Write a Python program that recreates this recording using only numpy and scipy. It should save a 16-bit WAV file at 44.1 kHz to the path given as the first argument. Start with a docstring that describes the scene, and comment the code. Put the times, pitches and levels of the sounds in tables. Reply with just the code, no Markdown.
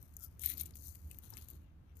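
"""Faint crackle, then dry leaves rustling: a hand pulls a clump of fleshy plants apart, outdoors,
close to the left microphone. The roots tear in a run of tiny fractures, soil trickles, and the
freed piece is pressed down on a board, which rings briefly. Single fibres snap on top;
a low hum and a distant rumble lie underneath."""
import sys
import numpy as np
from scipy import signal
from scipy.fft import rfft, irfft
from scipy.io import wavfile
from scipy.ndimage import uniform_filter1d, map_coordinates

SR = 44100
rng = np.random.default_rng(int(sys.argv[2]) if len(sys.argv) > 2 else 0)


def master_out(mix):
    """Clip the mix to full scale and print it as 16-bit PCM to the path in sys.argv[1]."""
    frames = np.transpose(np.atleast_2d(mix))
    ceiling = np.clip(frames, -1, 1)
    pcm = np.round(ceiling * 32767).astype(np.int16)
    wavfile.write(sys.argv[1], SR, pcm)


N = 88200
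T = np.arange(N) / SR

# rumble spectrum, and its side re mid (frequency [Hz], gain [dB])
RUMBLE_SPECTRUM = [(15, -36.5), (38, -6.5), (62, 2), (100, -2), (135, -11), (170, -10.5), (225, -19),
                   (290, -16.5), (390, -26.5), (650, -33.5), (1300, -37), (2500, -44), (5000, -52.5),
                   (9000, -57.5), (14000, -51)]
RUMBLE_SIDE = [(30, -7.5), (80, -13), (160, -9.5), (330, -5), (700, 0.5), (14000, 1)]
# slow swell of the rumble (time [s], gain [dB])
RUMBLE_SWELL = [(0, 0.5), (.2, -1.5), (.4, 0), (.58, 5), (.75, -0.5), (1.15, 0), (1.37, 2), (1.7, -2.5),
                (2.0, -1.5)]
# weight of the swell per register (frequency [Hz], gain [dB])
SWELL_WEIGHT = [(330, 0), (700, -4.5), (2000, 3.5)]
# rumble filters (frequency [Hz], gain [dB])
LEFT_TILT, RIGHT_TILT = [(500, 0), (1500, 2.5)], [(500, 0), (1500, -2.5)]
LOW_MIDS = [(90, -40), (140, 0), (500, 0), (900, -40)]
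# hum envelope (time [s], level [dB])
HUM_LEVEL = [(0, -76.5), (.38, -77.5), (.45, -49), (.55, -57), (.64, -47.5), (.71, -80), (.8, -54),
             (1.0, -63), (1.075, -45), (1.14, -67), (1.3, -70), (1.43, -55), (1.6, -55.5), (1.68, -62),
             (2.0, -61.5)]
# piece knocking on the board (time [s], level [dB])
BOARD_KNOCKS = [(1.326, -51.5), (1.335, -58)]
# board modes (frequency [Hz], gain [dB], decay [s])
BOARD_MODES = [(253, 1, 0.0068), (930, -2, 0.0054), (1040, -6, 0.0035), (1460, -10, 0.004)]
# soft contacts (time [s], scuff [dB], centre [Hz], width [Hz], length [s], thud [dB])
CONTACTS = [(0.435, -55, 1720, 570, 0.0071, -58), (.447, -50.5, 2900, 1500, 0.0057, -77),
            (.459, -55, 3100, 1690, 0.0033, -75), (0.478, -70.5, 1340, 129, .035, -96),
            (.489, -55.5, 2170, 700, 0.028, -89), (.603, -67.5, 2330, 160, 0.025, -75),
            (.606, -42, 9000, 396, 0.007, -85), (0.736, -60, 4700, 1200, 0.0039, -82),
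            (1.108, -60, 2740, 330, 0.0094, -74), (1.322, -64, 1130, 885, 0.023, -67),
            (1.337, -46, 5940, 2410, 0.0019, -48.5), (1.373, -65, 3340, 1900, 0.021, -72)]
# snapping fibres and dry leaves (time [s], body [dB], treble [dB], top [dB])
FIBRE_SNAPS = [(0.0273, -76, -58, -46), (0.1394, -73.5, -57, -76), (0.1672, -95, -39, -43),
               (0.1912, -90, -57, -48), (0.1975, -92, -58, -52), (0.2373, -92, -49, -39.5),
               (0.246, -86, -47, -39.5), (0.395, -63, -44.5, -46.5), (0.418, -71, -40.5, -43),
               (.4250, -62, -42, -46), (0.4361, -47, -36, -36), (0.437, -51, -41, -42),
               (.4410, -49, -48, -39), (0.4483, -51, -43, -37), (0.4603, -43, -33, -20.5),
               (0.4733, -46, -47, -37), (0.5007, -59, -39, -31), (0.5177, -48, -51, -50),
               (0.538, -56, -64, -38.5), (0.573, -55, -57, -39), (0.5796, -53, -43, -35.5),
               (.6100, -55, -40.5, -36), (0.6122, -70, -39, -28.5), (0.6344, -64, -52, -39.5),
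               (0.6580, -61, -44, -48), (0.662, -61, -47, -44), (0.7085, -62, -52.5, -70),
               (0.7558, -60, -44, -46), (0.7692, -63, -45.5, -63), (0.8708, -89, -48, -44.5),
               (0.8905, -74, -46.5, -62), (0.95, -65, -55, -47), (0.955, -60.5, -48.5, -53),
               (1.1132, -57.5, -44, -45.5), (1.1452, -62, -64, -53), (1.1867, -65, -52, -39),
               (1.303, -85, -53.5, -41.5), (1.3537, -64.5, -71, -59), (1.3703, -49.5, -41, -60),
               (1.3767, -51, -49.5, -63), (1.385, -81, -63, -43), (1.4115, -65, -71, -58),
               (1.4223, -58, -52, -59), (1.4860, -60, -48, -46), (1.502, -67, -50, -42),
               (1.5105, -68, -57, -47), (1.969, -71, -60.5, -53)]
# body, treble and top bands of a snap (low [Hz], high [Hz])
SNAP_BANDS_HZ = [(1900, 5860), (6400, 16000), (11800, 14400)]
# crackle envelope per action (time [s], relative level [dB])
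GRIP_EFFORT = [(0, -64), (.05, -65.5), (.11, -70), (.175, -65)]
PULL_EFFORT = [(.175, -71), (.215, -51), (.24, -46.5), (.255, -51.5), (.29, -72.5), (.32, -70), (.39, -79)]
TEAR_EFFORT = [(.39, -59), (.415, -43.5), (.438, -40.5), (.451, -32.5), (.476, -39), (.5, -31.5),
               (.515, -36.5), (.538, -43.5), (.555, -50)]
LAST_ROOTS_EFFORT = [(.555, -57.5), (.582, -50.5), (.597, -40), (.611, -40), (.622, -49.5), (.648, -63),
                     (.663, -53), (.68, -60), (.745, -75.5)]
TRICKLE_EFFORT = [(.745, -62), (.76, -56), (.79, -57.5), (.875, -50), (.925, -57), (1.0, -64), (1.08, -66),
                  (1.115, -60.5), (1.17, -64), (1.22, -71.5)]
SET_DOWN_EFFORT = [(1.22, -61), (1.245, -54), (1.285, -61), (1.34, -59), (1.385, -58.5), (1.44, -57.5),
                   (1.472, -67.5), (1.498, -58), (1.53, -62), (1.565, -62.5), (1.585, -75), (1.65, -77)]
HOLD_EFFORT = [(1.6, -78), (1.67, -75), (1.75, -84), (1.83, -93), (1.9, -71), (1.95, -83)]
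LET_GO_EFFORT = [(1.955, -61), (1.968, -59.5), (2.0, -60)]
# crackle spectrum per material (frequency [Hz], gain [dB])
SOIL_SPECTRUM = [(900, -25), (1800, -44), (2800, -61), (3700, -22), (4400, -11.5), (5200, -18.5),
                 (6400, -5), (7700, -13), (9200, -8.5), (11000, -7), (14000, 0.5)]
LEAF_SPECTRUM = [(700, -62), (1350, -3.5), (1900, -64), (2650, -70), (3100, -17), (3900, -28), (4700, -12),
                 (6400, -7.5), (7700, -13.5), (9000, -10), (11500, -3.5), (14500, 0.5)]
ROOT_SPECTRUM = [(1000, -49.5), (1500, -44), (1900, -14.5), (2700, -18.5), (4000, -4.5), (5000, -25),
                 (5800, -8), (6900, -7), (7700, -20), (9200, -3), (10000, -4), (11400, 0), (12600, -3),
                 (13400, 7), (14500, -1)]
THIN_ROOT_SPECTRUM = [(1300, -47), (2200, -17), (3000, -19.5), (3900, -9.5), (5000, -15), (6900, -9.5),
                      (7700, -21), (9200, -7.5), (9900, -6.5), (11800, -5), (13000, -5), (14500, 0)]
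LEAF_ON_BOARD_SPECTRUM = [(500, -19), (1200, -5), (2100, -20.5), (4300, -5.5), (5300, -17), (6400, -3),
                          (8200, -13), (9200, -6.5), (11000, -3.5), (14000, 2)]
FINGER_SPECTRUM = [(900, -28), (1500, -4), (2600, 3.5), (4200, -6), (5400, -22.5), (6400, -1.5),
                   (7300, -29), (14000, -11)]
CRACKLE_EDGES_HZ = [500, 2500, 5000, 8000, 11500, 16000]
# paths to the right microphone and off the hand (frequency [Hz], gain [dB])
FAR_PATH = [(500, -5.5), (1300, -24.5), (2400, -27), (4400, -28.5), (8000, -37), (15000, -37)]
HAND_PATH = [(4000, -2.0), (7000, -2.5), (12000, -9.0)]


def amp(db):
    return 10 ** (np.asarray(db) / 20)


def unit_rms(x):
    return x / np.sqrt(np.mean(x ** 2) + 1e-30)


def colour(x, points):
    """Filter by (frequency [Hz], gain [dB]) points."""
    hz, db = np.array(points, float).T
    bins_hz = np.maximum(np.fft.rfftfreq(N, 1 / SR), 1)
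    return irfft(rfft(x) * amp(np.interp(np.log(bins_hz), np.log(hz), db)), N)


def band(x, lo_hz, hi_hz, order=2):
    """Causal band-pass."""
    edges_hz = np.clip([lo_hz, max(hi_hz, lo_hz + 10)], 10, SR / 2 - 10)
    return signal.sosfilt(signal.butter(order, edges_hz, "band", fs=SR, output="sos"), x)


def wander(per_s):
    """Smooth random curve, rms 1."""
    hold = max(int(SR / per_s), 1)
    steps = np.repeat(rng.standard_normal(N // hold + 1), hold)
    return unit_rms(uniform_filter1d(uniform_filter1d(steps, hold), hold)[:N])


def add(out, start_s, sound):
    i = int(np.clip(start_s * SR, 0, N - 1))
    out[i:i + len(sound)] += sound[:N - i]


def rumble(gain_db=-56.5):
    """Distant stereo rumble, slowly swelling; its hiss is stronger on the left."""
    swell = amp(np.interp(T, *np.array(RUMBLE_SWELL).T))
    mid, side = (unit_rms(colour(rng.standard_normal(N), RUMBLE_SPECTRUM)) for _ in range(2))
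    side = colour(side, RUMBLE_SIDE)
    left, right = (ear + (swell - 1) * colour(ear, SWELL_WEIGHT) for ear in (mid + side, mid - side))
    return amp(gain_db) * np.array([colour(left, LEFT_TILT), colour(right, RIGHT_TILT)])


def flutter(ears, depth_db=1.75):
    """The low mids come and go quickly."""
    change = unit_rms(amp(depth_db * wander(per_s=22))) - 1
    return ears + change * np.array([colour(ear, LOW_MIDS) for ear in ears])


def hum(pitch_hz=76.68, octave_db=-18):
    """Low wavering tone with a weak octave."""
    phase = 2 * np.pi * np.cumsum(pitch_hz * (1 + 0.027 * wander(per_s=12.11))) / SR
    tone = unit_rms(np.sin(phase) + amp(octave_db) * np.sin(2 * phase))
    return tone * amp(np.interp(T, *np.array(HUM_LEVEL).T) + wander(per_s=13))


def knocks():
    """The piece touches down; the board's modes ring briefly."""
    out, age_s = np.zeros(N), T[:N // 20]
    ring = sum(amp(db) * np.sin(2 * np.pi * hz * age_s) * np.exp(-age_s / decay_s)
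               for hz, db, decay_s in BOARD_MODES)
    for start_s, db in BOARD_KNOCKS:
        add(out, start_s, amp(db) * ring)
    return out


def bumps(thud_hz=257):
    """Soft contacts: a short scuff and a dull thud."""
    out, age_s = np.zeros(N), T[:N // 20]
    for start_s, scuff_db, hz, width_hz, length_s, thud_db in CONTACTS:
        noise = band(rng.standard_normal(len(age_s)), hz - width_hz / 2, hz + width_hz / 2)
        scuff = amp(scuff_db) * unit_rms(noise)
        thud = amp(thud_db) * np.sin(2 * np.pi * thud_hz * age_s)
        progress = 2 * age_s / length_s  # 1 at the peak
        add(out, start_s, (scuff + thud) * progress * np.exp(1 - progress))
    return out


def snaps(lead_s=0.003, rise_s=0.00024, decay_s=0.00024, tail_s=0.0028, tail_db=-14.5):
    """A fibre gives way: the crack runs up, breaks through and dies fast, with a faint tail."""
    out, age_s = np.zeros(N), T[:N // 100] - lead_s
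    before_s, after_s = np.maximum(-age_s, 0), np.maximum(age_s, 0)
    fall = np.exp(-after_s / decay_s) + amp(tail_db) * np.exp(-after_s / tail_s)
    envelope = np.exp(-before_s / rise_s) * fall
    for break_s, *levels_db in FIBRE_SNAPS:
        for (lo_hz, hi_hz), db in zip(SNAP_BANDS_HZ, levels_db):
            burst = band(envelope * rng.standard_normal(len(age_s)), lo_hz, hi_hz, order=7)
            burst *= np.sqrt(100 / np.sum(burst ** 2))  # energy of 100 samples at rms 1
            add(out, break_s - lead_s, amp(db) * burst)
    return out


def fracture(rise_s=0.0001, decay_s=0.00095, tail_s=0.0031, tail_db=-17):
    """Envelope of one fracture: quick rise, quick fall, faint tail."""
    age_s = T[:N // 100]
    fall = np.exp(-age_s / decay_s) + amp(tail_db) * np.exp(-age_s / tail_s)
    return (1 - np.exp(-age_s / rise_s)) ** 2 * fall


def bend(x, drift_share=0.035):
    """The resonances of the flesh shift together as it bends."""
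    read_index = np.cumsum(1 + drift_share * wander(per_s=25))
    return map_coordinates(x, [read_index], order=5, mode="mirror")


def crackle(effort, spectrum, per_s, gain_db, size_spread_db=4.5, band_spread_db=3.3):
    """Tiny fractures at random moments, each with its own size and colour; effort sets the level."""
    hits = rng.random(N) < per_s / SR
    size_db = size_spread_db * np.clip(rng.standard_normal(N), -2, 2)
    grain = fracture()
    grains = np.zeros(N)
    for lo_hz, hi_hz in zip(CRACKLE_EDGES_HZ, CRACKLE_EDGES_HZ[1:]):
        sizes = amp(size_db + band_spread_db * rng.standard_normal(N))
        energy = np.abs(signal.fftconvolve(hits * sizes ** 2, grain ** 2)[:N])
        energy /= np.maximum(uniform_filter1d(energy, size=900), 1e-9)  # levelled over 20 ms
        grains += band(np.sqrt(energy) * rng.standard_normal(N), lo_hz, hi_hz, order=3)
    texture = unit_rms(bend(colour(grains, spectrum)))
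    times_s, effort_db = np.array(effort).T
    gate = uniform_filter1d(1. * ((T >= times_s[0]) & (T <= times_s[-1])), size=200)
    return texture * amp(np.interp(T, times_s, effort_db) + gain_db) * gate


def plant():
    """All the handling, from first grip to letting go."""
    return (crackle(GRIP_EFFORT, SOIL_SPECTRUM, per_s=690, gain_db=0)
            + crackle(PULL_EFFORT, LEAF_SPECTRUM, per_s=1800, gain_db=1.5)
            + crackle(TEAR_EFFORT, ROOT_SPECTRUM, per_s=2400, gain_db=-3)
            + crackle(LAST_ROOTS_EFFORT, THIN_ROOT_SPECTRUM, per_s=2800, gain_db=2.5)
            + crackle(TRICKLE_EFFORT, SOIL_SPECTRUM, per_s=1500, gain_db=2.5)
            + crackle(SET_DOWN_EFFORT, LEAF_ON_BOARD_SPECTRUM, per_s=1500, gain_db=1)
            + crackle(HOLD_EFFORT, FINGER_SPECTRUM, per_s=1300, gain_db=-4)
            + crackle(LET_GO_EFFORT, SOIL_SPECTRUM, per_s=1400, gain_db=-2.5)
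            + snaps() + bumps() + knocks())


def hand_reflection(x, mean_delay_s=0.0022, wander_share=0.16, gain_db=-6):
    """Dull echo off the moving hand; added to the direct sound it makes shifting ripples."""
    delay_s = mean_delay_s * (1 + wander_share * wander(per_s=7))
    return amp(gain_db) * map_coordinates(colour(x, HAND_PATH), [(T - delay_s) * SR], order=3)


def scatter(x, decay_s=0.0019):
    """Weak, dull scattered paths to the far microphone."""
    paths = rng.standard_normal(N // 100) * np.exp(-T[:N // 100] / decay_s)
    paths /= np.sqrt(np.sum(paths ** 2))
    return colour(signal.fftconvolve(x, paths)[:N], FAR_PATH)


def scene():
    """Plant direct on the left, scattered on the right; rumble and hum in both."""
    direct = plant()
    left = direct + hand_reflection(direct)
    return np.array([left, scatter(left)]) + flutter(rumble()) + hum()


def record(dry):
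    """Steep low-pass."""
    cutoff_hz = 14650
    return signal.sosfilt(signal.ellip(10, .3, 60, cutoff_hz, fs=SR, output="sos"), dry)


dry = scene()
out = record(dry)
master_out(out)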